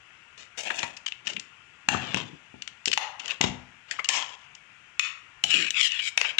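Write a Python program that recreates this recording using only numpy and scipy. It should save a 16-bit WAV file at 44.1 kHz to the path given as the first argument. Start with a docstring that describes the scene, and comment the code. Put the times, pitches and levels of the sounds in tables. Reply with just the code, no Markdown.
"""Disc case on a wooden table

A plastic disc case is slid off the table, turned over, stood on edge and snapped open; a disc is pried
off its hub, scrapes out of the tray, and the lid falls shut. Impacts are noise bursts and decaying modes,
friction is filtered trains of random stick-slip grains, and a small room answers with decaying noise.
A limiter ducks at the loudest snaps and lets the echo swell back."""
import sys
import numpy as np
from scipy import signal
from scipy.fft import rfft, irfft, next_fast_len
from scipy.io import wavfile
from scipy.ndimage import uniform_filter1d, minimum_filter1d, map_coordinates

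SR = 44100
rng = np.random.default_rng(int(sys.argv[2]) if len(sys.argv) > 2 else 0)


def wav_out(sig):
    """Save sig, one row per channel (or a flat mono array), as 16-bit PCM at SR to the path in sys.argv[1]."""
    wavfile.write(sys.argv[1], SR, np.round(np.clip(np.atleast_2d(sig).T, -1, 1) * 32767).astype(np.int16))


N = 281799
TIME = np.arange(N) / SR
HIT = np.arange(8192) / SR

# response of the plastic shell: freq_hz, gain_db
SHELL = [(150, -44.5), (250, -32.5), (438, -15), (495, -16), (964, -9.5), (1350, -10.5), (2860, -6.5),
         (4350, -12), (7110, -9.5), (11200, -43), (13300, -47), (15700, -36.5)]
# response of the cover to rubbing and rattling: freq_hz, gain_db
SKIN = [(40, -73), (250, -8), (700, -9.5), (2000, -7), (2750, 1.5), (4300, -9.5), (7100, -9.5),
        (11000, -57), (15500, -64.5)]


def amp(db):
    """Amplitude factor of a level in dB."""
    return 10 ** (np.asarray(db) / 20)


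def unit(x):
    """x at rms 1."""
    return x / np.sqrt(np.mean(x ** 2) + 1e-20)


def along(points, hz):
    """Interpolate (freq_hz, value) points on a log frequency axis."""
    f, v = np.transpose(points)
    return np.interp(np.log(hz + 1), np.log(f + 1), v)


def over_time(points):
    """Interpolate (time_s, value) points at every sample."""
    return np.interp(TIME, *np.transpose(points))


def add(track, s, sound):
    """Mix a sound into the track at s seconds."""
    part = track[round(s * SR):][:len(sound)]
    part += sound[:len(part)]


def coloured(x, gain_db):
    """Causal minimum-phase filter whose gain in dB is a function of frequency."""
    n = x.shape[-1]
    m = 2 * next_fast_len(n // 2 + 2048)
    gain = amp(gain_db(np.fft.rfftfreq(m, 1 / SR)))
    # folding the cepstrum onto positive times gives the minimum phase
    cepstrum = irfft(np.log(gain + 1e-6))
    cepstrum[1:m // 2] *= 2
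    cepstrum[m // 2 + 1:] = 0
    return irfft(rfft(x, m) * np.exp(rfft(cepstrum)), m)[..., :n]


def shaped(x, spectrum):
    """x through a fixed spectrum, at rms 1."""
    return unit(coloured(x, lambda hz: along(spectrum, hz)))


def core_band(x):
    """The 1.5-4 kHz part, by which releases of the shell are levelled."""
    return coloured(x, lambda hz: -60 * ((hz < 1500) | (hz > 4000)))


def focus(hz, pitch_hz, boost_db=9.0, width=0.1):
    """dB by which a point of contact favours one resonance of the shell."""
    return boost_db * np.exp(-(np.log((hz + 1) / pitch_hz) / width) ** 2)


def wobble(rate_hz):
    """A smooth random curve, rate_hz knots a second."""
    knots = rng.standard_normal(int(N * rate_hz / SR) + 4)
    return map_coordinates(knots, [TIME * rate_hz])


def slips(rate_hz, spread_db):
    """Random tiny stick-slip releases, a few much larger than the rest."""
    spread = np.clip(rng.standard_normal(N), -2, 2)
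    sizes = rng.standard_normal(N) * amp(spread_db * spread)
    return sizes * (rng.random(N) < rate_hz / SR)


def diffuse(count):
    """Noise at two close ports: alike in the bass, unrelated in the treble."""
    a, b = rfft(rng.standard_normal((2, count)))
    alike = 1 / (1 + (np.fft.rfftfreq(count, 1 / SR) / 900) ** 2)
    return irfft(np.array([a, alike * a + np.sqrt(1 - alike ** 2) * b]), count)


def shifting(x, depth_db):
    """Narrow bands swell and fade at random; rms 1."""
    z = signal.stft(x, nperseg=1024)[2]
    field = uniform_filter1d(rng.standard_normal(z.shape), size=4, axis=-2)
    field = uniform_filter1d(field, size=5, axis=-1)
    flickering = signal.istft(z * amp(depth_db * unit(field)), nperseg=1024)[1]
    return unit(flickering[..., :N])


def stroke(s, length_s, attack_t60, release_t60, grow_db=0):
    """Gain of one slide: it sets in, drifts by grow_db over its length, and dies away."""
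    before = np.maximum(s - TIME, 0) / attack_t60
    after = np.maximum(TIME - s - length_s, 0) / release_t60
    progress = np.clip((TIME - s) / length_s, 0, 1)
    return amp(grow_db * (progress - .5) - 60 * np.minimum(before + after, 3))


def sliding(grains, spectrum, rows, attack_t60, release_t60, grow_db):
    """Grains sound a surface; each slide has its own level and share of fizz above the body."""
    sound = shaped(grains, spectrum)
    lowpass = signal.butter(4, 3900, fs=SR, output="sos")
    body = signal.sosfiltfilt(lowpass, sound)
    fizz = sound - body
    out = np.zeros(N)
    for s, length_s, level_db, fizz_db in rows:
        gain = amp(level_db) * stroke(s, length_s, attack_t60, release_t60, grow_db)
        out += gain * (body + amp(fizz_db) * fizz)
    return out


def click(hollow_db, bright_db, pitch_hz, crack_t60, chatter_db, chatter_t60, top_db):
    """One release of the shell, core peak 1: a crack, gritty chatter, and modes that shift with the grip."""
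    # case modes: multiple of the main resonance, t60_s, relative_level_db
    plastic = [(.7, .02, -13), (.88, .025, -4), (1, .03, 0), (1.12, .02, -4), (1.5, .02, -10),
               (2.2, .015, -9)]
    t = HIT
    grit = unit(rng.standard_normal(len(t)) * (rng.random(len(t)) < .06))
    burst = amp(-60 * t / crack_t60) * rng.standard_normal(len(t))
    burst += amp(chatter_db - 60 * t / chatter_t60) * grit
    burst *= 1 - np.exp(-t / 0.00023)
    ripple = rng.standard_normal(SR // 400)

    def shell_db(hz):
        return along(SHELL, hz) + focus(hz, pitch_hz) + 2.8 * map_coordinates(ripple, [hz / 260])

    crack = coloured(burst, shell_db)
    ring = np.zeros(len(t))
    for ratio, t60, db in plastic:
        decay = amp(db - 21 + rng.normal(0, 3) - 60 * t / t60)
        mode_hz = ratio * pitch_hz * rng.normal(1, .03)
        ring += decay * np.sin(2 * np.pi * mode_hz * t) * rng.choice([-1, 1])
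    tone = [(900, hollow_db + 6.0), (1700, 0.027), (2900, 0.016),
            (5200, bright_db + 6.0), (9000, bright_db + 3.0), (14000, bright_db + top_db)]
    sound = coloured(crack / abs(crack).max() + ring, lambda hz: along(tone, hz))
    return sound / abs(core_band(sound)).max()


def background(air_db=-56.5):
    """Soft hiss whose narrow bands swell and fade at random, with a faint, unsteady appliance hum."""
    # hiss spectrum: freq_hz, gain_db
    air = [(20, -7), (60, -13), (120, -7), (220, -15.5), (550, -20), (1000, -10.5), (1960, -5.5),
           (2800, -4.5), (4200, -24.5), (7000, -23), (10000, -40), (15500, -83)]
    # hum partials: freq_hz, level_db
    hum = [(1408, -67), (2651, -66.5)]
    out = amp(air_db) * shaped(shifting(diffuse(count=N), depth_db=2.0), air)
    for hz, db in hum:
        out += amp(db + 2 * wobble(4)) * np.sin(2 * np.pi * hz * TIME + wobble(9))
    return out


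def rubbing():
    """Skin sticks and slips on the cover in crackly clumps, with a stray tick of the shell now and then."""
    # fingers sliding over the cover: start_s, length_s, rub_db, fizz_db
    strokes = [(0.379, 0.035, -50, 2.5), (1.253, 0.054, -43.5, -1), (1.922, 0.29, -39.5, -12),
               (3.196, 0.13, -42, -8.5), (3.883, 0.081, -48, -5)]
    grains = unit(slips(rate_hz=5000, spread_db=2.5) * amp(2 * wobble(90)))
    strays = unit(slips(rate_hz=70, spread_db=2))
    grains = shifting(grains, depth_db=1.5) + .35 * strays
    return sliding(grains, SKIN, strokes, attack_t60=0.016, release_t60=0.17, grow_db=7.5)


def skidding():
    """The case is pulled toward the table's edge: a gritty scratch with a hollow body and an airy top."""
    # flat case sliding over the wood grain: start_s, length_s, hiss_db, fizz_db
    slides = [(0.577, 0.016, -39, 7), (0.654, 0.035, -36.5, -7.5), (0.752, 0.019, -47.5, 12.5),
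              (0.783, 0.017, -37, -17)]
    # response to the wood grain: freq_hz, gain_db
    grain = [(40, -29), (160, -20), (330, -0.5), (660, 1.5), (1150, -14), (1520, -3.5), (2800, 4.5),
             (4400, -13), (7000, -7.5), (11000, -38), (13000, -49), (15500, -36)]
    grains = slips(rate_hz=3000, spread_db=3) * amp(2.5 * wobble(140))
    grains = shifting(grains, depth_db=1.6)
    return sliding(grains, grain, slides, attack_t60=0.024, release_t60=0.43, grow_db=1.5)


def ticks(pitch_hz=2870, attack_s=0.00027, release_t60=0.0075, chatter_db=-24, chatter_t60=0.21,
          ring_db=12, width=0.097):
    """The shell gives way in a brief run of slips, which swells into its narrow resonances."""
    # shell creaking as it flexes under the fingers: start_s, core_rms_db, bright_db, length_s
    creaks = [(0.607, -37, 6, 0.0037), (0.68, -35, -7, 0.0022), (0.788, -31.5, 8, 0.0078),
              (0.967, -44.5, 8.5, 0.0093), (1.062, -26.5, 1, 0.0046), (1.078, -34, 1, 0.008),
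              (1.1216, -25, -9, 0.001), (1.27, -28, 1, 0.0088), (1.296, -37, 5, 0.011),
              (1.334, -34.5, 6, 0.001), (1.3645, -29, -12, 0.0051), (1.396, -36.5, 7.5, 0.0033),
              (2.6208, -33.5, 5, 0.0037), (2.676, -31.5, -1, 0.002), (2.857, -19.5, 9, 0.00069),
              (2.875, -25.5, 3.5, 0.0078), (2.9152, -23, -0.5, 0.003), (2.9294, -23, 1.5, 0.0091),
              (3.1954, -36, 3, 0.0073), (3.2577, -30.5, 11.5, 0.0013), (3.279, -32.5, 4, 0.0043),
              (3.3, -29.5, -5.5, 0.021), (4.044, -29.5, 4, 0.0044), (4.054, -31.5, -2, 0.0045),
              (4.5505, -45.5, 12, 0.0028), (5.667, -31, -2, 0.00081), (5.919, -23, 6.5, 0.0013),
              (5.9906, -28, -11, 0.013)]
    out, t = np.zeros(N), HIT
    for s, db, bright_db, length_s in creaks:
        held = amp(-60 * np.maximum(t - length_s, 0) / release_t60)
        chatter = amp(chatter_db - 60 * t / chatter_t60)
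        run = (1 - np.exp(-t / attack_s)) * (held + chatter)
        tone = [(900, -12.5), (1900, 4.5), (3700, 6),
                (5000, bright_db + 2.5), (7500, bright_db - 1), (10000, bright_db - 9)]
        grip_hz = pitch_hz * rng.lognormal(sigma=.05)

        def creak_db(hz):
            return along(SHELL, hz) + along(tone, hz) + focus(hz, grip_hz, ring_db, width)

        sound = coloured(run * rng.standard_normal(len(t)), creak_db)
        add(out, s, amp(db) * sound * np.linalg.norm(run) / np.linalg.norm(core_band(sound)))
    return out


def hollows(width=0.13):
    """The air between the lids rings in a narrow band whose pitch depends on how they are held."""
    # hollow after a jolt, a short pop when gripped, a ring when free: start_s, level_db, pitch_hz, t60_s
    rings = [(0.7025, -22, 1610, 0.04), (0.831, -33.5, 910, 0.13), (1.946, -21.5, 1210, 0.03),
             (2.975, -35.5, 880, 0.33), (3.409, -30.5, 940, 0.26), (2.873, -29.5, 419, 0.093),
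             (3.989, -29, 1180, 0.045), (4.087, -29.5, 993, 0.47), (4.996, -36, 2100, 0.14),
             (5.439, -22.5, 686, 0.036)]
    out = np.zeros(N)
    t = np.arange(SR // 2) / SR
    for s, db, pitch_hz, t60 in rings:
        def band_db(hz):
            return -22 * np.log10(1 + (np.log((hz + 1) / pitch_hz) / width) ** 2)

        band = unit(coloured(rng.standard_normal(len(t)), band_db))
        add(out, s, amp(db - 60 * t / t60) * band)
    return out


def knocks():
    """Blunt contacts of the shell, most of them with a hollow low end, a few thin and bright."""
    # blunt contacts: start_s, core_peak_db, hollow_db, bright_db, pitch_hz
    contacts = [(0.706, -22, -4, -22, 1700), (0.83, -18, -4, -13, 2280), (1.9463, -35, 6, -24, 2660),
                (2.171, -25, -5, -11.5, 3100), (3.4389, -22.5, 2.5, -12, 2930),
                (3.911, -18.5, -46, -9.5, 1860), (3.993, -19, -4, -24, 2080), (4.094, -4, -9.5, -7, 1840),
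                (4.1349, -19.5, -25, -1.5, 3300), (6.2468, -19.5, -5, -31, 2580)]
    out = np.zeros(N)
    for s, db, hollow_db, bright_db, pitch_hz in contacts:
        knock = click(hollow_db, bright_db, pitch_hz, crack_t60=.014, chatter_db=-9.5,
                      chatter_t60=.08, top_db=-10)
        add(out, s, amp(db) * knock)
    return out


def bumps(rattle_db=-38, rattle_t60=0.41, modes_db=-24, modes_t60=0.47):
    """The table top takes a dull push, rattles and booms briefly."""
    # case bumping on the table, soft landings duller: start_s, level_db before dulling, dull_above_hz
    landings = [(0.833, -33.5, 700), (1.27, -41, 490), (1.886, -15.5, 730), (1.947, -21, 660),
                (2.144, -20, 493), (2.541, -36, 567), (2.874, -34.5, 900), (3.408, -17.5, 440),
                (3.4412, -14, 545), (5.439, -30.5, 700), (2.165, -26.5, 500)]
    # table response: freq_hz, gain_db
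    table = [(35, -39), (70, -4), (190, 2), (390, -3.5), (500, -8), (900, -1.5), (1200, -63.5)]
    # table top modes: freq_hz, relative_level_db
    board = [(61, -36), (89, -4), (131, 0.5), (195, -1.5), (250, 1.5), (327, -9)]
    out = np.zeros(N)
    t = np.arange(SR // 2) / SR
    for s, db, dull_hz in landings:
        rattle = rng.standard_normal(len(t)) * amp(rattle_db - 60 * t / rattle_t60)
        thud = shaped((t == 0) + rattle, table)
        boom = np.zeros(len(t))
        for hz, level_db in board:
            boom += amp(level_db + rng.normal(0, 1.4)) * np.sin(2 * np.pi * hz * t) * rng.choice([-1, 1])
        bump = thud / abs(thud).max() + amp(modes_db - 60 * t / modes_t60) * boom
        add(out, s, amp(db) * coloured(bump, lambda hz: -10 * np.log10(1 + (hz / dull_hz) ** 4)))
    return out


def dragging(width=0.56):
    """The case judders over the wood and drones in a broad band."""
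    # case dragging on the wood: start_s, length_s, drone_db, pitch_hz
    drags = [(1.29, 0.094, -54, 260), (1.929, 0.4, -48.5, 186), (3.485, 0.11, -48.5, 83),
             (5.548, 0.082, -43.5, 268.4)]
    out = np.zeros(N)
    for s, length_s, db, pitch_hz in drags:
        def drone_gain_db(hz):
            return -22 * np.log10(1 + (np.log((hz + 1) / pitch_hz) / width) ** 4 / 2)

        judder = slips(rate_hz=900, spread_db=3)[:SR]
        drone = np.resize(unit(coloured(judder, drone_gain_db)), N)  # one second, looped
        out += amp(db) * drone * stroke(s, length_s, attack_t60=0.19, release_t60=0.22)
    return out


def snaps():
    """Hard, very short releases, the loudest of which drive the limiter."""
    # latch, hub and hard edges letting go:
    # start_s, core_peak_db before the limiter, hollow_db, bright_db, crack_t60_s, pitch_hz
    releases = [(1.8873, 3.5, -6, -9.5, 0.0068, 2750), (2.1446, -11.5, -16.5, -13.5, 0.0057, 3140),
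                (2.976, 2.5, -5.5, -10.5, 0.0036, 2746), (3.412, -2, -15.5, -11.5, 0.01, 2910),
                (4.089, 7.5, -20, -8.5, 0.0082, 3170), (4.9956, 5, -36, -16.5, 0.0029, 2445),
                (5.439, -2, -22, -3, 0.0019, 3020), (5.706, -16, -44, -4.5, 0.0035, 3130),
                (6.1762, 1.5, -25, -14, 0.0082, 2480), (6.214, -4.5, -11.5, -10, 0.0032, 2850),
                (6.3844, 9, -36.5, -18, 0.00083, 3540)]
    out = np.zeros(N)
    for s, db, hollow_db, bright_db, t60, pitch_hz in releases:
        snap = click(hollow_db, bright_db, pitch_hz, t60, chatter_db=-16.0, chatter_t60=0.02, top_db=1)
        add(out, s, amp(db) * snap)
    return out


def rattling():
    """After a jolt the loose discs clatter against the shell in bunches and settle."""
    # discs rattling inside: start_s, level_db, t60_s, pitch_hz
    rattles = [(1.895, -39, 1, 3370), (2.162, -41.5, 0.25, 3380), (3.409, -24.5, 0.23, 3560),
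               (4.092, -25, 0.52, 3200)]
    chatter = slips(rate_hz=1200, spread_db=3) * amp(3.2 * wobble(110))
    chatter = shaped(shifting(chatter, depth_db=2.2), SKIN)
    out = np.zeros(N)
    for s, db, t60, pitch_hz in rattles:
        clatter = unit(coloured(chatter, lambda hz: focus(hz, pitch_hz)))
        out += amp(db) * stroke(s, 0.011, attack_t60=0.0013, release_t60=t60) * clatter
    return out


def prying():
    """The disc's rim makes a dense rasp in the tray, in a few pulls, with a rough, gliding squeak."""
    # disc scraping out of its tray: start_s, length_s, scrape_db, fizz_db
    scrapes = [(5.507, 0.12, -24, -5), (5.641, 0.046, -27, -9.5), (5.768, 0.03, -25, -9.5),
               (5.809, 0.07, -24, -0.5), (5.91, 0.12, -32.5, -12), (6.047, 0.012, -45.5, 12),
               (6.078, 0.0083, -24, -1), (6.247, 0.062, -31, -12.5)]
    # response to scraping: freq_hz, gain_db
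    scrape = [(500, -36.5), (900, -29), (1400, -14), (2000, -3), (2750, -0.5), (3450, 0.5), (4400, -9),
              (5200, -5), (6200, -14), (7050, -4.5), (10000, -34.5), (12800, -49), (15500, -39)]
    # squeak, shifting as the contact travels round the rim: time_s, pitch_hz
    rim = [(5.49, 3100), (5.6, 2280), (5.69, 2320), (5.84, 2950), (5.96, 2800), (6.055, 2260), (6.25, 2650)]
    grains = slips(rate_hz=7000, spread_db=2.5) * amp(2.2 * wobble(160))
    grains = shifting(grains, depth_db=2.2)
    hz, t, z = signal.stft(grains, SR, nperseg=512)
    glide_db = focus(hz[:, None], np.interp(t, *np.transpose(rim)), boost_db=5.5, width=0.17)
    rasp = signal.istft(z * amp(glide_db), nperseg=512)[1][:N]
    squeak_hz = over_time(rim) + 130 * wobble(500)
    phase = 2 * np.pi * np.cumsum(squeak_hz) / SR
    squeak = unit((np.sin(phase) + np.sin(2 * phase) / 2) * amp(3 * wobble(120)))
    return sliding(rasp + .16 * squeak, scrape, scrapes, attack_t60=0.11, release_t60=0.037, grow_db=-1.0)


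def bounced(x):
    """A bounce off the table; its delay drifts as the case moves and sweeps notches through the sound."""
    delay_s = np.abs(.0015 + .0005 * wobble(4))
    share = .6
    bounce = map_coordinates(x, [(TIME - delay_s) * SR])
    return (x + share * bounce) / np.hypot(1, share)


def room(x, wet_db=-14, early_db=-15, early_t60=0.096, far_port_db=12):
    """Near reflections and a diffuse tail; the port that faces away hears more of the reflections."""
    # reverberation: freq_hz, t60_s
    decay = [(100, 0.18), (400, 0.43), (1000, 0.68), (2600, 0.4), (6000, 0.35), (12000, 0.28)]
    hz, t, z = signal.stft(diffuse(count=SR // 2), SR, nperseg=256)
    tail = signal.istft(z * amp(-60 * t / along(decay, hz)[:, None]), SR, nperseg=256)[1]
    t = np.arange(tail.shape[1]) / SR
    tail = tail * (1 - np.exp(-t / 0.0088)) / np.linalg.norm(tail[0])
    early = rng.standard_normal(tail.shape) * amp(-60 * t / early_t60) * (t > .002)
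    early /= np.linalg.norm(early[0])
    answer = amp(wet_db) * tail + amp([[early_db], [early_db + far_port_db]]) * early
    return signal.fftconvolve(x[None], answer, axes=1)


def echoes(x, count=12):
    """The reflections change gradually, by crossfades, as the case and the hand move about."""
    out, hop = np.zeros((2, N)), N // count
    for centre in range(0, N + 1, hop):
        part = np.arange(max(centre - hop, 0), min(centre + hop, N))
        fade = np.cos(np.pi / 2 * (part - centre) / hop)
        for port, sound in zip(out, room(x[part] * fade)):
            add(port, part[0] / SR, sound)
    return out


def scene():
    """The handling reaches the right port about a millisecond before the left."""
    # lead of the right port as the case is moved about: time_s, lead_ms
    lead = [(0.8, 1.08), (1.9, 0.95), (3.0, 1.06), (5.0, 1.06), (5.5, 0.95)]
    blows = snaps() + ticks() + knocks() + hollows() + bumps() + dragging()
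    friction = skidding() + rubbing() + rattling() + prying()
    # each port hears its own drifting bounce
    left, right = blows + bounced(friction), blows + bounced(friction)
    lead_s = over_time(lead) / 1000
    right = map_coordinates(right, [(TIME + lead_s) * SR])
    return np.array([left, right]) + echoes(left) + background()


def record(dry, low_cut_hz=48, ceiling_db=-2, release_db_per_s=300, top_hz=16200):
    """Cut deep bass, make the right port quieter below about 8 kHz and dull the left port above it;
    duck both with one fast limiter, then limit the band."""
    # difference between the ports: freq_hz, left_over_right_db
    ports = [(100, 11.5), (700, 11), (1170, 14.5), (1790, 20), (2740, 32), (4190, 15), (6800, 23),
             (9800, -7)]

    def left_db(hz):
        low_cut = 1 + (low_cut_hz / (hz + 1)) ** 6
        return 5.5 - 10 * np.log10((1 + amp(-along(ports, hz)) ** 2) * low_cut)

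    left = coloured(dry[0], left_db)
    right = coloured(dry[1], lambda hz: left_db(hz) - along(ports, hz))
    x = np.array([left, right])
    over_db = np.maximum(20 * np.log10(abs(x).max(axis=0) + 1e-9) - ceiling_db, 0)
    # the gain drops at once and recovers at a steady rate, then is smoothed over 2 ms
    recovery_db = release_db_per_s * TIME
    duck_db = np.maximum.accumulate(over_db + recovery_db) - recovery_db
    x = x * amp(uniform_filter1d(minimum_filter1d(-duck_db, size=89), size=89))
    m = next_fast_len(N + 4096)
    band_limit = 1 + (np.fft.rfftfreq(m, 1 / SR) / top_hz) ** 100
    return irfft(rfft(x, m) / band_limit, m)[:, :N]


dry = scene()
out = record(dry)
wav_out(out)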